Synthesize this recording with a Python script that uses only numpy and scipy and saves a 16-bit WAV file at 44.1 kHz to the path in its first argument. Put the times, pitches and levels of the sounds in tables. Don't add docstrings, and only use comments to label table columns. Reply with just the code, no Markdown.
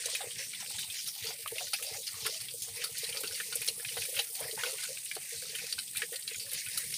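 import sys
import numpy as np
from scipy import signal
from scipy.fft import rfft, irfft, next_fast_len
from scipy.io import wavfile
from scipy.ndimage import uniform_filter1d

SR = 44100
rng = np.random.default_rng(int(sys.argv[2]) if len(sys.argv) > 2 else 0)


def materialize(psi):
    bounded = np.clip(np.atleast_2d(psi).T, -1, 1)
    quanta = np.round(bounded * 32767).astype(np.int16)
    wavfile.write(sys.argv[1], SR, quanta)


N = 307377

# t/s, grinding level/dB, mashing level/dB, squelch level/dB
CHEWING = [(0.0, -41, -48, -73), (0.09, -45, -51.5, -68), (0.14, -38, -54, -61), (0.25, -51.5, -48.5, -58),
           (0.34, -46.5, -59.5, -74), (0.41, -47, -47, -71), (0.5, -51.5, -56.5, -78),
           (0.63, -45.5, -50, -61), (0.67, -46.5, -63, -81), (0.74, -45, -47, -69), (0.81, -43.5, -61, -66),
           (0.88, -50.5, -55.5, -63.5), (0.97, -41, -49.5, -75), (1.03, -47.5, -64, -78.0),
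           (1.08, -43.5, -52, -71), (1.13, -49, -62.5, -76), (1.29, -41, -46.5, -59), (1.37, -51, -58, -75),
           (1.53, -51, -53.5, -74.0), (1.59, -41, -52.5, -65), (1.71, -45.5, -58, -80),
           (1.75, -43, -60, -79), (1.79, -46.5, -54.5, -64), (1.89, -44, -56, -63), (1.96, -47, -49, -75),
           (2.01, -52.5, -67, -83), (2.07, -46, -55.5, -75), (2.14, -48, -54, -66),
           (2.27, -39.5, -54.5, -63.5), (2.5, -52, -54, -73), (2.56, -53.5, -70, -79.0),
           (2.62, -48.5, -56, -67), (2.74, -49.5, -59, -77), (2.83, -42, -46, -61),
           (2.89, -50.5, -57.5, -73), (2.97, -42.5, -52.5, -77), (3.15, -48, -51, -57),
           (3.22, -44.5, -58.0, -64), (3.35, -46, -50.5, -74), (3.46, -44, -55, -70),
           (3.67, -47.5, -51.5, -71), (3.77, -50.5, -59, -70), (3.84, -53.5, -57, -59),
           (3.89, -43, -55.5, -75), (4.01, -43, -54, -54), (4.11, -46, -54, -90), (4.19, -42.5, -48.5, -65),
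           (4.3, -52, -62.5, -76), (4.39, -45.5, -54.5, -70), (4.44, -44.5, -53, -52),
           (4.56, -48, -59, -81), (4.6, -43.5, -46.5, -62), (4.65, -42.0, -53, -49.5),
           (4.83, -43.5, -51.5, -70.5), (5.01, -49.5, -58.5, -78), (5.14, -48.5, -54.5, -75),
           (5.2, -51.5, -55, -72), (5.36, -46.5, -53.5, -71), (5.42, -48, -54, -80),
           (5.62, -44.5, -51, -64), (5.92, -53, -59, -82), (6.0, -48.5, -52, -70.0), (6.1, -52, -64, -77),
           (6.15, -49.5, -54, -82), (6.24, -55, -67, -78.0), (6.31, -48.5, -47, -72),
           (6.38, -50.5, -65, -83), (6.56, -43.5, -49.5, -62.5), (6.63, -49, -52.5, -81),
           (6.77, -47, -53, -69), (6.84, -49.5, -52, -79), (6.97, -43.5, -54, -78.0)]
FIZZ_FROM_HZ = 7000


def undb(db):
    return 10 ** (np.asarray(db) / 20)


def unit(x):
    return x / np.sqrt(np.mean(x ** 2))


def band(x, hz, width_oct, order=1):
    edges_hz = np.clip(hz * 2 ** (np.array([-.5, .5]) * width_oct), 20, .45 * SR)
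    return signal.sosfilt(signal.butter(order, edges_hz, "bandpass", fs=SR, output="sos"), x)


def walk(rate_hz):
    hold = int(SR / rate_hz)
    steps = np.repeat(rng.standard_normal(N // hold + 1), hold)
    return unit(uniform_filter1d(uniform_filter1d(steps, hold), hold)[:N])


def crackle(n, spread_db, grain_s):
    grain = max(int(grain_s * SR), 1)
    grain_db = spread_db * np.repeat(rng.standard_normal(n // grain + 1), grain)[:n]
    return rng.standard_normal(n) * undb(grain_db)


def fade(n, rise_s, t60_s):
    t = np.arange(n) / SR
    return (1 - np.exp(-(t / rise_s) ** 2)) * np.exp(-np.log(1000) * t / max(t60_s, .01))


def add(out, start_s, sound, peak_db):
    i = max(int(start_s * SR), 0)
    sound = sound[:N - i]
    out[i:i + len(sound)] += sound * undb(peak_db) / np.max(np.abs(sound))


def curves(table, t):
    s, *columns = np.transpose(table)
    return [np.interp(t, s, c) for c in columns]


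def scatter(per_s, column, re_db, spread_db, low_hz, octaves, t60_s):
    when, size, pitch = rng.random((int(per_s * N / SR), 3)).T
    when_s = when * N / SR
    peak_db = curves(CHEWING, when_s)[column] + re_db - spread_db * np.log(size + 0.18)
    return [(s, db, low_hz * 2 ** (octaves * p), t60_s) for s, db, p in zip(when_s, peak_db, pitch)]


def coloured(points, flicker_db, rate_hz, noise):
    treble_calm = 0.55
    hz, db = np.transpose(points)
    size = next_fast_len(N)
    f = np.fft.rfftfreq(size, 1 / SR) + 1
    spectrum = rfft(noise, size) * undb(np.interp(np.log(f), np.log(hz), db))
    bands = []
    for centre in hz[0] * 2 ** np.arange(0, np.log2(hz[-1] / hz[0]) + 1 / 3, 1 / 3):
        shape = np.cos(np.pi / 2 * np.clip(3 * np.log2(f / centre), -1, 1)) ** 2
        share = treble_calm if centre > FIZZ_FROM_HZ else 1
        flicker = undb(flicker_db * walk(rate_hz) * share)
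        bands.append((centre, irfft(spectrum * shape, size)[:N] * flicker))
    return bands


def background_hiss():
    return unit(band(rng.standard_normal(N), 1000, 1.9, order=2)) * undb(-78)


def rumble():
    # f/Hz, relative density/dB
    rumble_points = [(12, -50), (20, -11), (43, -25.5), (99, -7), (129, -1), (214, -7.5), (296, -19.5),
                     (400, -10), (520, -19), (880, -120)]
    bands = coloured(rumble_points, flicker_db=2.0, rate_hz=8, noise=rng.standard_normal(N))
    return unit(sum(b for hz, b in bands)) * undb(-68.5 + 3.9 * walk(25))


def bird():
    # t/s, peak/dB
    chirp_rows = [(6.33, -41), (6.355, -36), (6.38, -38)]
    start_hz = 7550
    out, t = np.zeros(N), np.arange(int(.013 * SR)) / SR
    for s, db in chirp_rows:
        tone = np.sin(2 * np.pi * start_hz * (t - 7.9 * t ** 2))
        add(out, s, tone * np.hanning(len(t)), db)
    return out


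def thuds():
    # t/s, peak/dB
    thud_rows = [(0.269, -54), (0.416, -60), (0.736, -51), (0.879, -56), (1.041, -57), (1.215, -49),
                 (1.276, -56), (1.436, -56), (1.511, -53), (1.661, -59), (1.834, -59), (1.918, -51),
                 (2.138, -51), (2.219, -48.5), (2.399, -53), (2.527, -54), (2.617, -52), (2.702, -52),
                 (2.913, -50), (2.988, -54), (3.084, -54), (3.302, -54), (3.578, -51), (3.853, -48),
                 (3.98, -47.5), (4.163, -50), (4.419, -48), (4.569, -53), (4.868, -68), (5.197, -70),
                 (5.368, -53), (5.636, -63), (5.762, -57), (5.957, -52), (6.071, -60), (6.364, -55),
                 (6.453, -57), (6.539, -51.5), (6.66, -51), (6.753, -60), (6.855, -50)]
    centre_hz, scatter_share = 115.3, 0.072
    out, n = np.zeros(N), int(.25 * SR)
    for s, db in thud_rows:
        push = rng.standard_normal(n) * fade(n, 0.008, 0.11)
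        hz = centre_hz * (1 + scatter_share * rng.standard_normal())
        knock = band(push, hz, 0.54, order=2) + 0.25 * band(push, 86, 0.76, order=2)
        add(out, s - .008, knock, db)
    return out


def pops(rate_per_s, spread_db, t60_s):
    slots_per_s, n = 2000, 1024
    out = np.zeros(N + n)
    t = np.arange(n) / SR
    for slot, (keep, pitch, size) in enumerate(rng.random((N * slots_per_s // SR, 3))):
        if keep < rate_per_s / slots_per_s:
            hz = 1000 + 14500 * pitch ** 1.6
            ring = np.sin(2 * np.pi * hz * t) * fade(n, 0.00046, t60_s)
            i = slot * SR // slots_per_s
            out[i:i + n] += ring * undb(-spread_db * np.log(size + .03))
    return unit(out[:N])


def ticks(rate_per_s, spread_db, t60_s):
    keep, size = rng.random((N, 2)).T
    snaps = (keep < rate_per_s / SR) * undb(-spread_db * np.log(size + .1))
    return unit(signal.fftconvolve(snaps, fade(512, 0.00017, t60_s))[:N] * rng.standard_normal(N))


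def herd():
    # f/Hz, relative density/dB
    chew_points = [(650, -63), (1100, -29), (1240, -48), (1550, -15), (1900, -2.5), (2530, -0.5),
                   (3230, -1.5), (4600, 3.5), (7420, -1.5), (8660, 5.5), (9680, 2), (11700, -9),
                   (14600, -8.5), (15600, -11)]
    # f/Hz, relative density/dB
    murmur_points = [(180, -55), (300, -58), (470, -6), (648, -17.5), (751, -5), (1070, -12), (1220, -15),
                     (1400, -8.5), (1600, -38), (2080, -23), (3520, -120)]
    # t/s, 7-9.1 kHz level/dB, 9.1-11.5 kHz level/dB, level above/dB
    fizz_rows = [(0.0, -44.5, -50, -54), (0.41, -48, -53.5, -53), (0.56, -48, -55, -52),
                 (0.76, -46, -54.5, -51), (1.12, -53, -47.5, -48.5), (1.4, -51, -55, -49.5),
                 (1.57, -50, -48, -49), (1.71, -50.5, -51.5, -49), (2.74, -49.5, -50, -51.5),
                 (3.14, -48, -48, -49), (3.94, -48.5, -47.5, -49), (4.1, -46, -41.5, -43.5),
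                 (4.39, -48.5, -48, -47), (4.72, -47, -45.5, -48.5), (5.05, -48, -51, -51.5),
                 (5.49, -49, -51, -51), (5.9, -48, -52, -50.5), (6.19, -47.5, -52, -50),
                 (6.5, -49.5, -51, -50.5), (6.97, -46.5, -44, -47.5)]
    # t/s, level/dB
    throat_rows = [(0.0, -66), (0.09, -56), (0.15, -58), (0.27, -67), (0.35, -81), (0.43, -87), (0.64, -74),
                   (0.79, -61.5), (0.99, -72), (1.16, -77), (1.3, -59), (1.44, -82), (1.65, -59),
                   (1.76, -82), (1.8, -65), (1.94, -77), (2.33, -71), (2.39, -87), (2.52, -62.5),
                   (2.58, -72), (2.72, -71), (2.81, -55), (2.93, -67), (3.11, -71), (3.22, -55),
                   (3.42, -70), (3.63, -65), (3.76, -74), (3.9, -70), (4.04, -61), (4.12, -64), (4.25, -76),
                   (4.41, -65), (4.44, -73), (4.56, -69), (4.6, -54.5), (4.76, -72), (4.85, -58),
                   (4.99, -70.5), (5.16, -75), (5.38, -67), (5.47, -65), (5.82, -77), (6.56, -70.5),
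                   (6.97, -64.5)]
    squelch_from_hz, grind_from_hz, upper_from_hz, top_from_hz = 620, 3000, 9100, 11500

    t = np.arange(N) / SR
    grind_db, mash_db, squelch_db = curves(CHEWING, t)
    fizz_db, upper_db, top_db = curves(fizz_rows, t)
    murmur_db, = curves(throat_rows, t)

    mush = crackle(N, spread_db=1.5, grain_s=0.0099)
    mush = mush + undb(-7.5) * pops(rate_per_s=1200, spread_db=5.0, t60_s=0.024)
    mush = mush + undb(-8.5) * ticks(rate_per_s=110, spread_db=3.5, t60_s=0.007)
    bands = coloured(chew_points, flicker_db=2.0, rate_hz=30, noise=mush)

    opening_db = 0.7 * (mash_db - mash_db.mean()) + 3.6 * walk(14)
    mash = unit(sum(b * undb(opening_db * np.log2(grind_from_hz / hz))
                    for hz, b in bands if hz < grind_from_hz))
    grind = unit(sum(b for hz, b in bands if grind_from_hz <= hz < FIZZ_FROM_HZ))
    fizz = unit(sum(b for hz, b in bands if FIZZ_FROM_HZ <= hz < upper_from_hz))
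    upper = unit(sum(b for hz, b in bands if upper_from_hz <= hz < top_from_hz))
    top = unit(sum(b for hz, b in bands if hz >= top_from_hz))

    throat_noise = crackle(N, spread_db=3.0, grain_s=0.0059)
    low = coloured(murmur_points, flicker_db=7.0, rate_hz=35, noise=throat_noise)
    murmur = unit(sum(b for hz, b in low if hz < squelch_from_hz))
    squelch = unit(sum(b for hz, b in low if hz >= squelch_from_hz))

    teeth = (mash * undb(mash_db) + grind * undb(grind_db)) * undb(1.0 * walk(25))
    hiss = fizz * undb(fizz_db) + upper * undb(upper_db) + top * undb(top_db)
    return teeth + hiss + murmur * undb(murmur_db) + squelch * undb(squelch_db)


def gulps():
    # t/s, peak/dB, throat note f/Hz, t60/s
    gulp_rows = [(0.059, -37.5, 508, 0.099), (0.134, -44.5, 534, 0.076), (0.215, -47, 550, 0.09),
                 (0.24, -37, 494, 0.18), (0.273, -38, 477, 0.024), (0.393, -48, 492, 0.17),
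                 (1.245, -42.5, 464, 0.13), (1.291, -43, 442, 0.057), (1.392, -49.5, 466, 0.11),
                 (1.458, -52, 597, 0.057), (1.524, -33, 458, 0.033), (1.558, -43, 526, 0.069),
                 (1.612, -44.5, 576, 0.12), (1.734, -55, 590, 0.04), (1.795, -55, 513, 0.1),
                 (1.815, -44.5, 486, 0.11), (1.845, -50.5, 557, 0.12), (2.225, -51, 474, 0.12),
                 (2.32, -53, 642, 0.12), (2.36, -54, 630, 0.078), (1.873, -46.5, 591, 0.15),
                 (1.913, -44, 454, 0.063), (1.964, -45, 554, 0.09), (1.983, -43, 484, 0.11),
                 (2.168, -55, 460, 0.3), (2.254, -40, 417, 0.19), (2.294, -38.5, 510, 0.06),
                 (2.542, -41.5, 483, 0.073), (2.679, -50.5, 472, 0.18), (2.771, -52, 482, 0.16),
                 (2.791, -47, 458, 0.053), (2.84, -46, 442, 0.11), (3.036, -38.5, 462, 0.026),
                 (3.091, -43.5, 483, 0.046), (3.149, -46, 560, 0.078), (3.171, -45, 450, 0.044),
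                 (3.192, -46, 491, 0.14), (3.238, -37.5, 418, 0.059), (3.215, -41, 507, 0.051),
                 (3.286, -51, 486, 0.054), (3.303, -47, 460, 0.05), (3.33, -45.5, 495, 0.16),
                 (3.52, -51, 458, 0.08), (3.612, -49.5, 480, 0.043), (3.8, -47, 479, 0.039),
                 (2.895, -49, 486, 0.06), (3.404, -48.5, 466, 0.041), (3.485, -50.5, 432, 0.12),
                 (3.558, -40, 480, 0.039), (3.683, -39, 482, 0.069), (3.711, -44.5, 458, 0.03),
                 (3.779, -47, 476, 0.088), (3.913, -50, 470, 0.21), (3.971, -37.5, 503, 0.076),
                 (4.032, -51, 477, 0.082), (4.089, -41, 485, 0.073), (4.125, -43.5, 502, 0.26),
                 (4.17, -45.5, 560, 0.14), (4.197, -37, 505, 0.092), (4.301, -53, 463, 0.066),
                 (4.407, -37, 494, 0.094), (4.452, -39, 493, 0.11), (4.495, -37.5, 493, 0.029),
                 (4.531, -39, 456, 0.06), (4.58, -46, 486, 0.09), (4.634, -38, 482, 0.13),
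                 (4.667, -36.5, 490, 0.12), (4.731, -41, 477, 0.095), (5.17, -36.5, 485, 0.029),
                 (5.325, -44.5, 486, 0.1), (5.424, -44.5, 494, 0.18), (5.497, -49, 450, 0.066),
                 (5.53, -47, 498, 0.09), (5.64, -41, 484, 0.033), (6.016, -52, 441, 0.14),
                 (6.034, -40, 462, 0.077), (6.123, -38.5, 474, 0.066), (6.145, -45, 513, 0.044),
                 (6.317, -43.5, 454, 0.025), (6.41, -55, 475, 0.13), (6.45, -51, 510, 0.039),
                 (6.522, -50, 470, 0.19)]
    glide_per_s = 2.2
    out, n = np.zeros(N), int(.3 * SR)
    t = np.arange(n) / SR
    for s, db, hz, t60_s in gulp_rows:
        glide = glide_per_s * rng.standard_normal()
        note = np.sin(2 * np.pi * hz * (t + glide * t ** 2 / 2))
        rasp = unit(band(rng.standard_normal(n), hz, 0.34, order=2))
        add(out, s - .005, (note + 0.52 * rasp) * fade(n, 0.0066, t60_s), db)
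    return out


def spits():
    # t/s, peak/dB, t60/s
    spit_rows = [(0.059, -24, 0.055), (0.15, -25, 0.06), (0.5374, -36, 0.044), (0.6024, -31, 0.075),
                 (0.6988, -25, 0.11), (0.7911, -25, 0.055), (1.074, -20.5, 0.084), (1.475, -23, 0.049),
                 (1.735, -22, 0.07), (1.8243, -25, 0.12), (2.2638, -18, 0.056), (2.4114, -28, 0.06),
                 (2.6195, -23.5, 0.059), (2.6309, -25, 0.06), (2.8386, -23, 0.053), (2.982, -23, 0.06),
                 (3.2047, -24, 0.067), (3.3624, -25, 0.06), (3.555, -17, 0.03), (3.6157, -24, 0.04),
                 (3.6631, -23, 0.06), (3.684, -17, 0.098), (4.1924, -41, 0.055), (4.4017, -23, 0.06),
                 (4.8347, -28, 0.045), (5.0469, -25.5, 0.076), (5.1515, -27.5, 0.04), (5.2924, -24, 0.025),
                 (5.5503, -25, 0.12), (5.666, -30, 0.055), (5.7206, -37, 0.07), (5.7852, -37, 0.06),
                 (5.9693, -17.5, 0.07), (6.124, -26, 0.047), (6.1948, -26, 0.035), (6.5156, -25, 0.14),
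                 (6.5331, -21, 0.057), (6.6865, -26.5, 0.043), (6.774, -15.5, 0.077), (6.9386, -34, 0.053)]
    out, n = np.zeros(N), int(.1 * SR)
    for s, db, t60_s in spit_rows:
        hiss = crackle(n, spread_db=6.0, grain_s=0.00033) * fade(n, 0.00029, t60_s)
        spray = band(hiss, 10000, 0.48, order=2)
        spray = spray + 0.64 * band(hiss, 11840, 1.0, order=2)
        spray = spray + 0.076 * band(hiss, 4200, 1.5, order=1)
        add(out, s, spray, db)
    return out


def sips():
    return scatter(per_s=12, column=2, re_db=9, spread_db=4, low_hz=629, octaves=1.39, t60_s=0.038)


def slurps():
    # t/s, peak/dB, resonance f/Hz, t60/s
    slurp_rows = [(0.039, -41, 1550, 0.056), (0.086, -39.5, 650, 0.052), (0.207, -34, 794, 0.13),
                  (0.605, -48, 1020, 0.13), (0.626, -43.5, 795, 0.092), (0.706, -45, 800, 0.042),
                  (0.745, -47, 900, 0.083), (1.079, -46, 1310, 0.082), (1.162, -52, 850, 0.096),
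                  (1.288, -45, 990, 0.099), (1.306, -38, 780, 0.073), (1.438, -50, 1670, 0.03),
                  (1.461, -28, 1240, 0.02), (1.567, -49, 725, 0.075), (1.61, -34.5, 756, 0.039),
                  (1.733, -32.5, 1380, 0.076), (1.735, -36, 750, 0.05), (1.63, -55, 630, 0.13),
                  (1.797, -42, 1270, 0.091), (1.945, -43.5, 803, 0.094), (2.141, -42, 1200, 0.36),
                  (2.255, -36, 1100, 0.11), (2.266, -25.5, 1310, 0.023), (2.84, -36, 1320, 0.15),
                  (3.164, -39, 1330, 0.075), (3.237, -32, 1460, 0.09), (3.31, -41, 1550, 0.081),
                  (3.525, -35, 1460, 0.1), (3.673, -46, 1400, 0.085), (3.799, -34.5, 1780, 0.055),
                  (3.97, -32, 734, 0.034), (4.146, -42, 1560, 0.034), (4.172, -37, 1540, 0.048),
                  (4.193, -33.5, 796, 0.062), (4.408, -44, 630, 0.13), (4.413, -43, 688, 0.27),
                  (4.577, -33.5, 955, 0.12), (4.636, -22, 1450, 0.044), (4.833, -37.5, 1540, 0.16),
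                  (5.156, -51, 1510, 0.048), (5.168, -33, 760, 0.039), (5.347, -46, 1570, 0.073),
                  (5.423, -42, 1640, 0.054), (5.455, -48, 1400, 0.083), (5.665, -45, 1550, 0.067),
                  (5.783, -35, 1487, 0.062), (5.949, -43, 1480, 0.092), (6.0199, -23.5, 1840, 0.065),
                  (5.995, -50, 855, 0.051), (6.129, -49.5, 746, 0.16), (2.686, -46, 740, 0.047),
                  (1.517, -47, 905, 0.042), (3.626, -52, 950, 0.056), (2.346, -52, 700, 0.073),
                  (2.744, -52, 980, 0.12), (6.279, -47, 1620, 0.069), (6.775, -36.5, 1360, 0.053)]
    bubble_db, bubble_rise_per_s = -10.5, 4
    out, n = np.zeros(N), int(.2 * SR)
    t = np.arange(n) / SR
    for s, db, hz, t60_s in list(slurp_rows) + sips():
        burst = crackle(n, spread_db=5.0, grain_s=0.003) * fade(n, 0.00064, t60_s)
        burst[int(.001 * SR)] += 14
        tone = np.sin(2 * np.pi * hz * (t + bubble_rise_per_s * t ** 2 / 2))
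        bubble = unit(tone * fade(n, 0.006, t60_s))
        mouth = unit(band(burst, hz, 0.22, order=2)) + 0.9 * unit(band(burst, 1.3 * hz, 1.3, order=2))
        add(out, s - .0015, mouth + undb(bubble_db) * bubble, db)
    return out


def nibbles():
    return scatter(per_s=22, column=0, re_db=4.5, spread_db=4, low_hz=1797, octaves=1.75, t60_s=0.03)


def smacks():
    # t/s, peak without treble/dB, mouth resonance f/Hz, t60/s
    smack_rows = [(0.056, -22.5, 5800, 0.05), (0.119, -36, 4000, 0.22), (0.149, -23.5, 2510, 0.048),
                  (0.2091, -31.5, 3580, 0.099), (0.306, -35.5, 3120, 0.089), (0.382, -31, 5470, 0.57),
                  (0.5327, -32, 2310, 0.042), (0.547, -31.5, 3400, 0.043), (0.6, -32, 5500, 0.088),
                  (0.7438, -36, 3330, 0.16), (0.7824, -29.5, 3750, 0.27), (0.8283, -29.5, 3060, 0.036),
                  (0.8988, -31, 3440, 0.13), (0.987, -32.5, 3050, 0.068), (1.062, -34, 3680, 0.1),
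                  (1.085, -25, 5300, 0.04), (1.267, -26.5, 4670, 0.22), (1.4573, -38, 2660, 0.08),
                  (1.475, -31.5, 2980, 0.041), (1.557, -35.5, 3340, 0.087), (1.582, -25, 2630, 0.032),
                  (1.7327, -19, 4340, 0.065), (1.74, -23, 2580, 0.052), (1.762, -33, 5400, 0.04),
                  (1.8234, -31.5, 2640, 0.1), (1.8627, -29, 4900, 0.22), (2.029, -38, 3800, 0.065),
                  (2.0687, -27, 4900, 0.025), (2.0755, -24.5, 4500, 0.044), (2.251, -31.5, 2700, 0.15),
                  (2.2634, -28, 2030, 0.047), (2.403, -32, 4470, 0.11), (2.4838, -29.5, 3360, 0.038),
                  (2.5067, -34.5, 4500, 0.051), (2.6193, -31, 6340, 0.2), (2.621, -28, 7000, 0.015),
                  (2.84, -28, 4500, 0.014), (2.798, -40, 2700, 0.076), (2.814, -32, 3100, 0.06),
                  (2.8395, -23.5, 4580, 0.056), (2.9693, -30.5, 4140, 0.11), (3.039, -27.5, 4000, 0.063),
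                  (3.091, -29.5, 4460, 0.025), (3.0985, -32, 4500, 0.017), (3.1065, -39, 4500, 0.015),
                  (3.125, -30, 3070, 0.059), (3.163, -30, 2560, 0.03), (3.1703, -23.5, 4650, 0.045),
                  (3.243, -31, 2850, 0.039), (3.274, -24.5, 4430, 0.025), (3.323, -30, 5310, 0.092),
                  (3.343, -30.5, 4500, 0.15), (3.3998, -25.5, 1860, 0.044), (3.526, -25.5, 4250, 0.066),
                  (3.375, -33, 2640, 0.028), (3.6163, -28.5, 2600, 0.08), (3.676, -21.5, 5370, 0.052),
                  (3.684, -19, 4120, 0.036), (3.8477, -27, 2500, 0.028), (3.8847, -28.5, 2920, 0.039),
                  (3.972, -27, 1940, 0.023), (4.005, -33, 4130, 0.12), (4.018, -27, 2660, 0.046),
                  (4.051, -32, 2470, 0.03), (4.165, -26, 2790, 0.077), (4.1902, -18.5, 2980, 0.034),
                  (4.196, -20, 3910, 0.053), (4.351, -31, 4400, 0.055), (4.5106, -28.5, 4000, 0.03),
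                  (4.587, -33, 1820, 0.056), (4.636, -22.5, 3150, 0.021), (4.427, -37.5, 2230, 0.054),
                  (4.656, -27, 2660, 0.085), (4.7824, -32, 2710, 0.054), (4.82, -35, 4720, 0.089),
                  (4.8357, -33, 4180, 0.052), (4.836, -28.5, 3540, 0.019), (4.971, -32, 2670, 0.038),
                  (5.1127, -26, 2240, 0.026), (5.152, -32, 4300, 0.082), (5.455, -42, 4280, 0.073),
                  (5.493, -32, 4430, 0.042), (5.551, -28.5, 2970, 0.056), (5.5843, -34, 2560, 0.11),
                  (5.667, -30.5, 4770, 0.023), (5.725, -19.5, 4310, 0.033), (5.787, -23.5, 4150, 0.044),
                  (5.958, -31, 2520, 0.12), (5.971, -24.5, 3780, 0.06), (6.019, -24.5, 2400, 0.025),
                  (6.031, -41, 2300, 0.13), (5.877, -37, 3370, 0.038), (6.126, -36.5, 1960, 0.25),
                  (6.1577, -25.5, 4260, 0.038), (6.223, -34, 4330, 0.063), (6.276, -25, 4200, 0.065),
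                  (6.309, -35, 2570, 0.064), (6.344, -32, 2390, 0.04), (6.396, -30.5, 4430, 0.22),
                  (6.533, -32, 4600, 0.28), (6.662, -30.5, 2470, 0.091), (6.775, -22.5, 4170, 0.052),
                  (6.925, -36, 2380, 0.027), (6.939, -25, 5100, 0.081)]
    cavity_spread_oct, treble_db = 0.496, -8
    out, n = np.zeros(N), int(.2 * SR)
    for s, db, hz, t60_s in list(smack_rows) + nibbles():
        burst = crackle(n, spread_db=2.0, grain_s=0.0015) * fade(n, 0.0012, t60_s)
        burst[int(.001 * SR)] += 5.0
        mouth = unit(band(burst, hz, 0.21, order=2))
        cavity_hz = np.clip(hz * 2 ** (cavity_spread_oct * rng.standard_normal(size=4)), 1500, 8000)
        cavities = unit(sum(band(burst, f, 0.084, order=2) for f in cavity_hz))
        spray = unit(band(burst, np.sqrt(hz * 3000), 0.96, order=2))
        add(out, s, mouth + undb(-4.5) * cavities + undb(0.5) * spray, db)
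        treble = band(burst, 9550, 0.13, order=2) + 0.18 * band(burst, 12500, 0.12, order=2)
        add(out, s, treble, db + treble_db)
    return out


def scene():
    near = smacks() + slurps() + spits() + gulps() + thuds() + bird()
    echo_taps = [(.0013, 0.17), (.0047, 0.17), (.011, 0.25)]  # lag/s, gain
    echoes = sum(gain * np.roll(near, int(lag_s * SR)) for lag_s, gain in echo_taps)
    return np.tile(near + echoes + herd() + rumble() + background_hiss(), (2, 1))


def record(dry):
    top_hz = 15520
    return signal.sosfilt(signal.ellip(12, .2, 70, top_hz, fs=SR, output="sos"), dry)


dry = scene()
out = record(dry)
materialize(out)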